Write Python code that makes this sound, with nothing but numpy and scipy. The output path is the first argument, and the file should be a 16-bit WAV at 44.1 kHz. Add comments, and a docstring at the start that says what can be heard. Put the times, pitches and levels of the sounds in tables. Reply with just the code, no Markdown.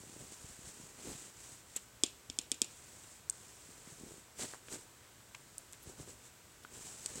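"""A hand strokes a nubby cotton blanket close to the microphone in a small, quiet bedroom with a faint hum.
First come soft thuds of fingertips and even slides, sliding grains of hiss, then harder pushes at one second.
Light decaying rings tick before the nails snap, about two to two and a half seconds in, as compact clicks
over a thumping finger. Strokes, ticks, rustles and thuds then alternate, up to a last brisk slide.
Delayed copies and a noise tail answer from the nearby walls. The sound is mono."""
import sys
import numpy as np
from scipy import signal
from scipy.fft import rfft, irfft
from scipy.io import wavfile

SR = 44100
rng = np.random.default_rng(int(sys.argv[2]) if len(sys.argv) > 2 else 0)


def dump_mix(stems):
    """Bounce the given channels to the path in sys.argv[1] as a 16-bit WAV at rate SR."""
    frames = np.atleast_2d(stems).T  # one column per channel
    limited = np.clip(frames, -1, 1)  # hard clip at full scale
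    pcm = np.round(limited * 32767).astype(np.int16)
    wavfile.write(sys.argv[1], SR, pcm)


N = 317520  # 7.2 s


def from_db(db):
    """Decibels to gain."""
    return 10 ** (np.asarray(db) / 20)


def rms_one(x):
    """Scale to unit rms."""
    return x / np.sqrt(np.mean(x ** 2) + 1e-20)


def cut(x, hz, kind, order=2):
    """Butterworth low- or high-pass."""
    sos = signal.butter(order, min(hz, .45 * SR), kind, fs=SR, output="sos")
    return signal.sosfilt(sos, x)


def spectrum_gain(spectrum, size):
    """Gain at each FFT bin, in dB straight lines over log frequency between the given points."""
    hz, db = np.transpose(spectrum)
    log_f = np.log(np.maximum(np.fft.rfftfreq(size, 1 / SR), 1))
    return from_db(np.interp(log_f, np.log(hz), db))


def coloured(x, spectrum):
    """Give a flat excitation a smooth spectrum; rms 1."""
    return rms_one(irfft(rfft(x) * spectrum_gain(spectrum, len(x)), len(x)))


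def drift(rate):
    """Slow random wander with spread 1, low-passed at the rate in Hz."""
    wander = cut(rng.standard_normal(N + SR), rate, "low")
    return rms_one(wander[SR:])  # drop the filter's first second


def grains(per_s, spread_db):
    """Random little slips of uneven size and either sign; rms 1 overall, even when the rate varies."""
    sizes = from_db(spread_db * np.minimum(rng.exponential(1, N), 4))
    signed = sizes * rng.choice([-1, 1], N)
    slipping = rng.random(N) < per_s / SR
    return rms_one(signed * slipping / np.sqrt(per_s))


def ring(hz, t60):
    """A struck mode: a sine dying by 60 dB in t60 seconds, cut off after a tenth of a second."""
    t = np.arange(SR // 10) / SR
    return np.sin(2 * np.pi * hz * t) * from_db(-60 * t / t60)


def swell(peak, length):
    """A bell-shaped rise and fall of height 1, at half height for the given length in seconds."""
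    t = np.arange(N) / SR
    return .5 ** np.minimum((2 * (t - peak) / length) ** 2, 40)


def add(track, s, sound):
    """Mix a sound into the track at time s."""
    i = int(s * SR)
    track[i:i + len(sound)] += sound[:N - i]


def still_room(air_db=-60):
    """Even air and microphone hiss with a low hum and thin whines whose phase wavers."""
    # Still room and microphone hiss. Each row: frequency in Hz, relative density in dB per Hz.
    air = [(20, -9), (55, 7), (100, 6), (190, 0.5), (450, 0), (700, -3.5), (1300, -3.5), (2600, -7),
           (5000, -9), (6500, -7), (7900, -3.5), (10000, -13.5), (16000, -15)]
    # Hum and faint whines. Each row: pitch in Hz, rms level in dB, rate of the phase wander in Hz.
    hum_tones = [(119.1, -74, 4.1), (979, -81.5, 12.4), (1532, -80.5, 7.4), (7880, -79, 57)]
    t = np.arange(N) / SR
    hum = np.zeros(N)
    for hz, db, width in hum_tones:
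        hum += from_db(db) * rms_one(np.cos(2 * np.pi * hz * t + drift(width)))
    return hum + from_db(air_db) * coloured(rng.standard_normal(N), air)


def bedroom(x, t60=0.35, tail_db=-25, gap_s=0.025):
    """A few distinct wall echoes, then a short diffuse tail; the bedding keeps the bass dry."""
    # Nearby walls. Each row: delay in seconds, gain in dB.
    walls = [(.0082, -20), (0.026, -32), (0.0284, -32)]
    t = np.arange(SR // 2) / SR
    tail = rng.standard_normal(len(t)) * from_db(-60 * t / t60) * (t > gap_s)
    response = from_db(tail_db) * tail / np.sqrt(np.sum(tail ** 2))
    for delay, db in walls:
        response[int(delay * SR)] += from_db(db)
    wet = signal.fftconvolve(x, response)[:N]
    return cut(wet, 180, "high", order=1)


def thuds(cycles=2.95, lift_db=5):
    """The padded bed swallows a fingertip's blow within a few cycles."""
    # Fingertips dropping off a nub or patting the bed.
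    # Each row: start in seconds, level in dB before the common lift and filters, pitch in Hz.
    blows = [(.004, -48, 149), (0.036, -42.5, 378), (.070, -47, 160), (0.096, -45, 232), (.126, -49, 260),
             (0.164, -42, 300), (.207, -42, 140), (.222, -45, 150), (0.243, -49, 90), (.251, -49, 260),
             (.320, -47, 325), (.442, -44, 96), (.444, -50, 240), (.497, -46, 210), (.503, -53, 55),
             (0.59, -43.5, 219), (.622, -51, 230), (.636, -51, 60), (.671, -46, 130), (.683, -50, 383),
             (0.799, -42, 240), (.835, -45, 130), (0.843, -48, 330), (1.055, -39, 330), (1.072, -37, 320),
             (1.088, -42, 190), (1.115, -41, 300), (1.151, -44, 130), (1.7631, -40.5, 430),
             (1.767, -46.5, 400), (2.291, -46, 85), (3.69, -46, 238), (3.874, -42.5, 214),
             (3.921, -46, 124), (4.010, -42, 200), (4.035, -36, 245), (4.062, -43, 200), (4.117, -43, 170),
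             (4.18, -46, 245), (4.394, -37, 500), (4.444, -35.5, 450), (4.536, -40, 510),
             (4.684, -43.5, 453), (4.756, -39, 480), (5.872, -40.5, 105), (5.897, -41, 380),
             (5.992, -45, 300), (5.999, -37, 330), (6.004, -37, 121), (6.076, -43, 450), (6.081, -46, 380),
             (6.648, -47.5, 350), (7.061, -43.5, 480), (7.156, -38.5, 230)]
    out = np.zeros(N)
    for s, db, hz in blows:
        blow = cut(ring(hz, cycles / hz), hz * 3, "low")
        blow = cut(blow, hz * 0.5, "high", order=1)
        add(out, s, from_db(db + lift_db) * blow)
    return out


def rustles():
    """Brief clusters of tiny slips, each in its own range of pitch."""
    # Small rustles of a fold or of a nail skidding over threads.
    # Each row: peak in seconds, length at half strength in seconds, level in dB, low and high edge in Hz.
    clusters = [(1.1, 0.22, -61, 700, 4500), (1.771, 0.021, -50.5, 2000, 3600),
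                (3.88, 0.022, -60, 900, 2500), (4.505, 0.057, -60, 3500, 4600),
                (4.555, .025, -60, 700, 2200), (5.06, 0.065, -67, 890, 2500),
                (5.74, 0.014, -59, 1500, 2700), (5.836, 0.02, -57, 7000, 15000),
                (6.639, 0.014, -59, 2800, 8450)]
    slips = grains(per_s=1300, spread_db=3.0)
    out = np.zeros(N)
    for peak, length, db, low, high in clusters:
        band = cut(cut(slips, low, "high"), high, "low")
        out += from_db(db) * swell(peak, length) * rms_one(band)
    return out


def ticks():
    """Each light touch of nail or ring is one short cluster of modes with a rough scrape inside it."""
    # Light ticks of nail and finger ring. Each row: start in seconds, level in dB before the filters,
    # ring pitch in Hz, t60 in seconds, scrape in dB relative to the ring, low and high edge in Hz.
    touches = [(1.7623, -26, 7570, 0.013, -17, 4300, 12500), (1.7648, -25, 7800, .006, -10, 3800, 12500),
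               (1.7667, -29, 7550, 0.006, -12, 4500, 12500), (1.7694, -32, 7500, .009, -15, 4200, 12500),
               (1.7716, -32, 7700, .009, -15, 4200, 12500), (3.298, -15.5, 7700, 0.0032, -27, 5000, 12500),
               (3.2995, -16, 8150, 0.0041, -26, 5500, 12500), (4.5366, -30.5, 1700, 0.0035, -15, 600, 2450),
               (4.545, -38, 1150, 0.006, -12, 550, 2300), (4.6847, -39.5, 2100, 0.0051, -2, 600, 4800),
               (5.205, -51, 1690, .005, -5, 796, 3500), (5.347, -41.5, 2390, 0.034, -3.5, 950, 3200),
               (5.3495, -38, 7100, 0.0061, -5, 3000, 8800), (5.5820, -21.5, 8800, 0.0014, -8, 7300, 13000),
               (5.726, -37, 8260, .004, -8, 5800, 12500), (5.7321, -38.5, 7500, 0.0041, -4, 5000, 11000),
               (6.649, -38.5, 1460, 0.013, -10, 1050, 2600), (6.6486, -49, 3020, 0.0092, -1, 2100, 4400),
               (7.0606, -19, 7900, 0.0039, -21, 4600, 11500), (7.0608, -30.5, 4450, .005, -18, 1200, 6000),
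               (7.063, -31, 7800, .004, -7, 3500, 9300), (7.1565, -31, 7400, 0.0057, -19, 4460, 9500),
               (7.174, -34, 7500, .004, -8, 3700, 9500)]
    # Close modes that beat. Each row: multiple of the ring pitch, level in dB relative to the tick.
    tick_modes = [(.91, -8.5), (1, -0.5), (1.1, -9.5)]
    t = np.arange(SR // 10) / SR
    out = np.zeros(N)
    for s, db, hz, t60, scrape_db, low, high in touches:
        tone = np.zeros(len(t))
        for k, (ratio, mode_db) in enumerate(tick_modes):
            tone += (-1) ** (k // 2) * from_db(mode_db) * ring(hz * ratio, t60)
        noise_gain = np.sqrt(SR / 2 / hz)  # stronger under a low ring
        scrape = rng.standard_normal(len(t)) * noise_gain * from_db(-60 * t / t60)
        tick = cut(tone + from_db(scrape_db) * scrape, high, "low", order=4)
        add(out, s, from_db(db) * cut(tick, low, "high", order=3))
    return out


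def click(spectrum, size=4096):
    """The most compact click with this spectrum: it starts at once and rings out (minimum phase)."""
    cepstrum = irfft(np.log(spectrum_gain(spectrum, size)))
    causal_fold = 1 + np.sign(np.fft.fftfreq(size))
    return irfft(np.exp(rfft(cepstrum * causal_fold)))


def scatter(t60, build_s, lumpy_db=0.5):
    """Reflections of a crack build up and die away, a little unevenly."""
    # A crack spreading sideways into the room. Each row: frequency in Hz, relative density in dB per Hz.
    crack = [(150, -9), (300, 4.5), (600, -8), (1100, -18), (2000, -14), (2450, 3), (3300, 1), (4400, -1.5),
             (5500, -7), (8000, -0.5), (9300, -11), (11000, -14), (16000, -34)]
    t = np.arange(SR // 3) / SR
    fade = from_db(-60 * t / t60)
    clumps = from_db(lumpy_db * rms_one(cut(rng.standard_normal(len(t)), 270, "low")))
    return fade * np.minimum(t / build_s, 1) * coloured(clumps * rng.standard_normal(len(t)), crack)


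def snapped_nail(soft_hz, near_db=-37.5, near_t60=0.033, lag_hz=7800, lag_width_hz=3000):
    """The broad, dense crack of a nail letting go, hollowed by antiresonances of nail and fingertip."""
    # Crack of the nail. Each row: frequency in Hz, level in dB before each snap's own variation.
    nail_spectrum = [(300, -19), (1200, -28.5), (2000, -21.5), (2600, -9.5), (3350, 4.3), (4300, -12.3),
                     (5200, 1), (6200, -3), (7300, 2.5), (8300, 1.5), (9600, -3.5), (10700, -20),
                     (13000, -18), (16000, -39)]
    # Antiresonances, alike on every snap. Each row: frequency in Hz, width in Hz.
    hollows = [(2150, 290), (2870, 560), (3950, 140), (4760, 110), (6120, 230), (7800, 210), (9100, 200)]
    varied = [(hz, db + rng.normal(0, 1.0)) for hz, db in nail_spectrum]
    nail = cut(click(varied), soft_hz, "low", order=4)
    # reflections off the hand and bed corner
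    nail = nail + from_db(near_db) * scatter(near_t60, build_s=0.00069)[:len(nail)]
    for hz, width in hollows:
        nail = signal.lfilter(*signal.iirnotch(hz, hz / width, fs=SR), nail)
    # all-pass: the brightest part takes a few cycles to build
    notched = signal.lfilter(*signal.iirnotch(lag_hz, lag_hz / lag_width_hz, fs=SR), nail)
    return 2 * notched - nail


def finger_thump(hz, level_db):
    """The finger behind the nail is struck and sounds in a few decaying modes."""
    # Finger modes. Each row: multiple of the thump's pitch, dB relative to the thump, t60 in seconds.
    finger_modes = [(1, -11, 0.021), (1.66, -24.5, 0.0071), (2.5, -35, 0.028), (3.7, -35, 0.03)]
    thump = np.zeros(SR // 10)
    for k, (ratio, db, t60) in enumerate(finger_modes):
        thump += (-1) ** k * from_db(db + level_db) * ring(ratio * hz, t60)
    return cut(thump, 0.8 * hz, "high", order=3)


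def snaps(corner_s=.014, corner_db=-54, corner_t60=0.13, far_db=-55.0, far_t60=0.29,
          echo_s=.027, echo_db=-42.5, echo_hz=7200, echo_t60=.018):
    """A nail catches and lets go: it cracks while the finger behind it thumps."""
    # Nail snaps. Each row: start in seconds, level in dB, thump of the finger in dB relative,
    # pitch of the thump in Hz, contact softness as a low-pass in Hz.
    nail_snaps = [(2.0360, 8.3, -18.5, 301, 9900), (2.0384, -2, -40, 303, 8440),
                  (2.2997, -7, -24, 265, 7250), (2.3880, 1.6, -26, 292, 11300),
                  (2.517, 2.5, -30, 250, 12500), (2.6177, 5.5, -27.5, 256, 17000)]
    out = np.zeros(N)
    for s, level_db, finger_db, finger_hz, soft_hz in nail_snaps:
        add(out, s, from_db(level_db) * snapped_nail(soft_hz))
        add(out, s, from_db(level_db) * finger_thump(finger_hz, finger_db))
        # off the corner of the walls
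        corner = scatter(corner_t60, build_s=0.0024, lumpy_db=6.5)
        add(out, s + corner_s, from_db(level_db + corner_db) * corner)
        # off the whole room
        add(out, s, from_db(level_db + far_db) * scatter(far_t60, build_s=0.0023))
        # the brightest ring comes back off the far wall
        add(out, s + echo_s, from_db(level_db + echo_db) * ring(echo_hz, echo_t60))
    return out


def strokes(attack_s=0.081, release_s=0.099):
    """Strength of hiss and drag in dB: slides start, hold and stop, pushes swell, and their powers add."""
    # The flat hand slides at an even pace.
    # Each row: start and end in seconds, hiss in dB, drag on the nubs in dB before the common lift.
    slides = [(0, 0.896, -58, -71), (1.7, 1.825, -62, -81), (2.712, 3.165, -59.5, -72.5),
              (3.35, 4.19, -60, -76), (4.437, 4.538, -53, -70), (4.68, 4.82, -59, -69),
              (5.36, 6.213, -67.5, -80), (6.747, 7.2, -52.5, -67.5)]
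    # The fingers give a push that swells and fades. Each row: peak in seconds,
    # length at half strength in seconds, hiss in dB, drag on the nubs in dB before the common lift.
    pushes = [(.215, 0.069, -56.5, -62), (.33, 0.042, -54, -67.5), (.51, 0.18, -59, -71.5),
              (.675, 0.063, -54, -75), (.82, 0.19, -64, -76), (1.083, 0.12, -53.5, -53),
              (1.11, 0.23, -51.5, -65.5), (1.235, 0.13, -55, -68), (1.435, 0.14, -55, -74),
              (1.53, 0.13, -56.5, -68), (3.9, 0.064, -60, -71), (4.08, 0.22, -70, -63.5),
              (4.424, 0.065, -43, -51.5), (4.738, 0.06, -47, -53.5), (5.892, 0.055, -55, -57.5),
              (6.01, 0.054, -54, -58.5), (6.101, 0.063, -55.5, -61), (6.26, 0.058, -59, -76.5),
              (6.765, 0.1, -75, -58), (7.185, 0.069, -50.5, -55)]
    t = np.arange(N) / SR
    power = np.full((2, N), 1e-10)
    for start, end, *db in slides:
        # the hand gets going before the start and slows down after the end
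        corners = [start - attack_s, start, end, end + release_s]
        pace = np.interp(t, corners, [0, 1, 1, 0]) ** 2
        power += np.outer(from_db(db), pace) ** 2
    for peak, length, *db in pushes:
        power += np.outer(from_db(db), swell(peak, length)) ** 2
    return 10 * np.log10(power)


def snags(per_s=45, spread_db=1.0, cycles=7.2):
    """Coarse, irregular crackle of yarn loops that catch and let go; rms 1."""
    # Loops of yarn, each snapping back at its own pitch. Each row: pitch in Hz, relative level in dB.
    loops = [(650, 3), (950, -4), (1350, -7), (1900, 0), (2700, -8), (3700, 4), (4400, 7), (6000, 4)]
    crackle = np.zeros(N)
    for hz, db in loops:
        plucked = signal.fftconvolve(grains(per_s, spread_db), ring(hz, cycles / hz))[:N]
        crackle += from_db(db) * rms_one(plucked)
    return rms_one(crackle)


def rubbing(fast_db=-48, fast_range_db=3, fast_low_hz=230, unsteady_db=.5, thread_db=-9.5,
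            gentle_loss=0.12, gentle_hz=4000, snag_db=-9.0, drag_lift_db=2.0):
    """Fibre slips hiss, single threads prickle, and nubs bump dully, more often under harder drag."""
    # Fibres sliding under the skin. Each row: frequency in Hz, relative density in dB per Hz.
    fibre_spectrum = [(600, -12), (1100, -12), (1700, -11.5), (2600, -12), (4000, -11.8), (5000, -11.5),
                      (6300, -7), (7700, -1.5), (8900, -7), (10200, -15.3), (12500, -25.5), (16000, -31)]
    # Single threads plucked by the nails. Each row: frequency in Hz, relative density in dB per Hz.
    thread_spectrum = [(1000, -19), (4000, -15), (7800, -3), (10500, -17), (16000, -18)]
    # The cloth dragged over the mattress. Each row: frequency in Hz, relative density in dB per Hz.
    drag_spectrum = [(35, 0), (70, -1.5), (130, 1), (250, -1), (420, 0), (650, -9.5), (1000, -17.5),
                     (2500, -32.5)]
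    # the pressure of the hand wavers
    hiss_db, drag_db = strokes() + unsteady_db * drift(rate=8.4)
    weave = drift(rate=63)  # the bumpy weave shakes both together
    fibres = coloured(grains(per_s=7000, spread_db=-1.5), fibre_spectrum)
    threads = coloured(grains(per_s=350, spread_db=1.5), thread_spectrum)
    fibres = fibres + from_db(thread_db) * threads
    nubs_per_s = 200 * from_db(0.88 * (drag_db + 63.5))
    nubs = coloured(grains(nubs_per_s, spread_db=2.0), drag_spectrum)
    # 0 for a gentle stroke, 1 for a quick swipe, judged by the strength of the hiss
    fast = .5 + .5 * np.tanh((hiss_db - fast_db) / fast_range_db)
    # a quick swipe skims the nubs and loses depth
    nubs = nubs - fast * cut(nubs, fast_low_hz, "low", order=1)
    # a gentle stroke sounds thinner
    fibres = fibres - gentle_loss * (1 - fast) * cut(fibres, gentle_hz, "low", order=1)
    # a quick swipe tears at the loops
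    fibres = fibres + fast * from_db(snag_db) * snags()
    hiss = fibres * from_db(hiss_db + 0.9 * weave)
    bumps = nubs * from_db(drag_db + drag_lift_db + 2.7 * weave)
    return hiss + bumps


def scene():
    """The hand on the blanket in its room, alike in both channels."""
    hand = rubbing() + snaps() + ticks() + rustles() + thuds()
    mono = hand + bedroom(hand) + still_room()
    return np.stack([mono, mono])


def record(dry, cutoff_hz=15900):
    """The microphone sheds the deepest rumble and the top is cut steeply."""
    steep_top = signal.ellip(10, .1, 70, cutoff_hz, fs=SR, output="sos")
    return signal.sosfilt(steep_top, cut(dry, 35, "high"))


dry = scene()
out = record(dry)
dump_mix(out)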